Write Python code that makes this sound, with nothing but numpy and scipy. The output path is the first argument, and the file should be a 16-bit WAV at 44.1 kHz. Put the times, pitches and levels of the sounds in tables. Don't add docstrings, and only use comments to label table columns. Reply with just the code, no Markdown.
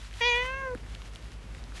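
import sys
import numpy as np
from scipy import signal
from scipy.fft import rfft, irfft, next_fast_len
from scipy.io import wavfile
from scipy.ndimage import uniform_filter1d, map_coordinates

SR = 44100
rng = np.random.default_rng(int(sys.argv[2]) if len(sys.argv) > 2 else 0)


def magnitude_from_level(level_db):
    exponent = np.asarray(level_db, float) / 20
    return 10 ** exponent


def bounce(signal):
    frames = np.transpose(np.atleast_2d(signal))
    limited = np.clip(frames, -1, 1)
    pcm = np.round(limited * 32767).astype(np.int16)
    wavfile.write(sys.argv[1], SR, pcm)


N = 79380


def unit(x):
    return x / np.sqrt(np.mean(x ** 2) + 1e-20)


def curves(rows):
    s, *cols = np.transpose(rows)
    return [uniform_filter1d(np.interp(np.arange(N) / SR, s, c), size=400) for c in cols]


def wobble(rate):
    return map_coordinates(rng.standard_normal(int(N * rate / SR) + 4), [np.arange(N) * rate / SR])


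def filtered(x, response):
    m = next_fast_len(N + 8192)
    return irfft(rfft(x, m) * response(np.fft.rfftfreq(m, 1 / SR)), m)[:N]


def coloured(x, points):
    f, db = np.transpose(points)
    return unit(filtered(x, lambda hz: magnitude_from_level(np.interp(np.log(hz + 1), np.log(f + 1), db))))


# f/Hz, density/dB per Hz
HISS_COLOUR = [(25, -9), (45, 8.5), (130, 1.5), (320, -6), (1000, -13.5), (2200, -15.5), (4500, -23),
               (12000, -34.5)]
# f/Hz, drift width/Hz, level/dB
HUMS = [
    (49.5, 0.67, -43.5),
    (59.65, 1.86, -48.5),
    (102.4, 2.76, -55.5),
    (154.3, 4, -61.5),
    (189, 3.85, -70.5),
    (246.4, 1.38, -65.5),
]


def room_floor():
    t = np.arange(N) / SR
    hums = np.zeros(N)
    for hz, width_hz, db in HUMS:
        level = magnitude_from_level(db + 1.6 * wobble(5.83)) * np.sqrt(2)
        drift = np.cumsum(width_hz * wobble(6.7)) / SR
        hums += level * np.sin(2 * np.pi * (hz * t + drift + rng.random()))
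    hiss_db = -50.5 + 1.9 * wobble(2.86)
    return hums + magnitude_from_level(hiss_db) * coloured(rng.standard_normal(N), HISS_COLOUR)


# t/s, level/dB
RUSTLE = [(0, -49.5), (.07, -53), (.10, -54.5), (.14, -49.5), (.2, -51.5), (.4, -52), (.46, -48),
          (.51, -58.5), (.7, -68), (.95, -58), (1.05, -56.5), (1.12, -59.5), (1.27, -54.5), (1.4, -68),
          (1.55, -58), (1.72, -62.5), (1.77, -49), (1.8, -45.5)]
# f/Hz, density/dB per Hz
CLOTH_COLOUR = [(300, -45), (600, -9), (1200, -5), (3000, -4.5), (6000, -10.5), (12000, -21),
                (13000, -17.5)]


def cloth():
    grains_per_s, spread_db, grain_share = 900, 3, .5
    level_db, = curves(RUSTLE)
    draw = rng.random((N, 2))
    catches = draw[:, 0] < grains_per_s / SR
    sizes = magnitude_from_level(-spread_db * np.log(draw[:, 1] + .02))
    grains = catches * sizes * rng.standard_normal(N)
    rub = grain_share * unit(grains) + rng.standard_normal(N)
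    return magnitude_from_level(level_db + 2.8 * wobble(30.02)) * coloured(rub, CLOTH_COLOUR)


def room_tail(x):
    t60_s = .15
    t = np.arange(SR // 4) / SR
    tail = rng.standard_normal(len(t)) * magnitude_from_level(-60 * t / t60_s)
    return signal.fftconvolve(x, tail / np.linalg.norm(tail))[:N]


# t/s, peak level/dB, f/Hz
TICKS = [(.0164, -35, 3280), (.0494, -38, 1810), (.111, -34.5, 2400), (.129, -33, 2210), (.1402, -30, 3500),
         (.7497, -26, 1560), (.7757, -36.5, 2480), (.8644, -38, 1790), (.9482, -29, 4130),
         (.9507, -26, 2860), (.9614, -38, 1840), (1.0189, -31.5, 2960), (1.0195, -36, 1110),
         (1.058, -37, 2200), (1.1515, -33, 5950), (1.1588, -26, 3200), (1.2256, -38, 3530),
         (1.256, -39, 1900), (1.3405, -36.5, 2860), (1.549, -30.5, 1980), (1.6398, -32, 4000),
         (1.7217, -34.5, 1430), (1.7575, -42, 2200), (1.78, -36, 1560)]
# t/s, peak level/dB, f/Hz
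SMACKS = [
    (.298, -33, 2600),
    (.401, -35, 3200),
    (.4545, -32, 2800),
    (.4625, -33, 8000),
    (.706, -42, 5000),
]


def ticks():
    ring_cycles, snap_t60_s, snap_share = 4, .004, .25
    out, t = np.zeros(N + SR), np.arange(SR // 20) / SR
    for s, db, hz in [*TICKS, *SMACKS]:
        decay = magnitude_from_level(-60 * t * hz / ring_cycles / 2)
        ring = np.sin(2 * np.pi * hz * t) * decay * (1 - np.exp(-t * hz * 3))
        dull_noise = uniform_filter1d(rng.standard_normal(len(t)), size=3)
        snap = snap_share * dull_noise * magnitude_from_level(-60 * t / snap_t60_s)
        out[round(s * SR):][:len(t)] += magnitude_from_level(db + 1.5) * (ring + snap)
    pop_s, pop_db, pop_t60_s = .7525, -32, .05
    pop_hz = 130 + 300 * np.exp(-t / .005)
    pop = magnitude_from_level(pop_db - 60 * t / pop_t60_s) * np.sin(2 * np.pi * np.cumsum(pop_hz) / SR)
    out[round(pop_s * SR):][:len(t)] += pop
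    return out[:N]


# t/s, f/Hz
PITCH = [
    (.206, 492),
    (.222, 464.5),
    (.266, 489),
    (.295, 484),
    (.332, 476),
    (.572, 541.9),
    (.635, 534.9),
    (.70, 507),
    (.748, 484),
]
# t/s, level/dB, jaw resonance f/Hz, mouth resonance f/Hz, closing (0 open, about 1
MOUTH = [
    (.21, -31.5, 650, 2080, 0.15),
    (.275, -29, 702, 2350, 0.05),
    (.34, -31.5, 680, 2245, 0.18),
    (.425, -33.5, 680, 2100, 0.33),
    (.442, -34.5, 715.5, 1910, 0.41),
    (.52, -39, 813, 1600, 0.34),
    (.61, -38, 879, 1631, 0.68),
    (.69, -36, 580, 1580, 0.86),
    (.745, -33.5, 474, 1450, 1.1),
]
# f/Hz, share of mouth shift, width/Hz, level/dB, level change when closed/dB
THROAT = [
    (2400, 0.97, 830, 3, -7),
    (3424, 1.07, 520, -2.5, -10.5),
    (4620, .2, 1700, -15, -38),
]
# t/s, half length/s, level change/dB
TONGUE_DROPS = [
    (.443, .009, -8),
    (.517, .012, -5),
]


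def resonance(f, hz, width_hz):
    detuning = hz * hz - f * f
    return 1j * (f * width_hz) ** 2 / (detuning + 1j * f * width_hz) / np.hypot(detuning, f * width_hz)


def vocal_tract(f, jaw_hz, mouth_hz, closing):
    t = np.arange(N) / SR
    tongue_db = sum(db * np.exp(-((t - s) / half_s) ** 2) for s, half_s, db in TONGUE_DROPS)
    tract = resonance(f, jaw_hz, 630)
    for hz, share, width_hz, db, closed_db in THROAT:
        level_db = db + closed_db * closing + tongue_db * (hz < 3000)
        moved_hz = hz + share * (mouth_hz - 2400)
        tract = tract + magnitude_from_level(level_db) * resonance(f, moved_hz, width_hz)
    lip_hz = np.maximum(4760 - 3720 * closing, 500)
    lips = 1 / np.sqrt(1 + (f / lip_hz) ** 8)
    nose = magnitude_from_level(-18.5 - 23 * closing) * resonance(f, 6210, 1700)
    return np.abs(lips * tract + nose)


def meow():
    start_s, end_s, attack_s, release_s = .2055, .7535, .008, .008
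    jitter, shimmer_db, flutter_db, top_blur = .0025, .6, 2.1, .12
    t = np.arange(N) / SR
    pitch_hz, = curves(PITCH)
    effort_db, jaw_hz, mouth_hz, closing = curves(MOUTH)
    shaky_hz = pitch_hz * (1 + jitter * (wobble(63.76) + wobble(300)))
    phase = 2 * np.pi * np.cumsum(shaky_hz) / SR
    k = np.arange(1, 16)[:, None]
    f = k * pitch_hz
    tract = vocal_tract(f, jaw_hz, mouth_hz, closing)
    voice_top = 1 / (1 + (f / 6790) ** 40)

    blur = top_blur * k
    flutter = magnitude_from_level(flutter_db * (0.35 + blur) * np.array([wobble(25.47) for _ in k]))
    tongue_rough_db = 16 * np.exp(-((t - .45) / .023) ** 2)
    onset_rough_db = 13 * np.exp(-np.abs(t - start_s) / .016)
    breath_db = -25 + tongue_rough_db + onset_rough_db
    breath = np.array([wobble(500) + 1j * wobble(500) for _ in k])
    puffs = magnitude_from_level(breath_db) * (0.23 + blur) * breath

    pulse_lean = .6 + 1.4 * closing
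    pulses = np.exp(1j * (k * phase - pulse_lean))
    tone = np.real(np.sum(tract * voice_top * (flutter + puffs) * pulses, axis=0))
    gate = np.clip((t - start_s) / attack_s, 0, 1) * np.clip((end_s - t) / release_s, 0, 1)
    return np.sqrt(2) * magnitude_from_level(effort_db + shimmer_db * wobble(200)) * gate * tone


def scene():
    near = meow() + ticks()
    return (room_floor() + cloth() + magnitude_from_level(-24) * room_tail(near) + near)[None]


def top_cut(x):
    return signal.sosfilt(signal.butter(12, 12950, fs=SR, output="sos"), x)


def record(dry):
    top_hz, edge_hz = 11780, 250
    mix = filtered(dry[0], lambda hz: 1 / (1 + np.exp(np.clip((hz - top_hz) / edge_hz, -40, 40))))
    return top_cut(mix[None])


dry = scene()
out = record(dry)
bounce(out)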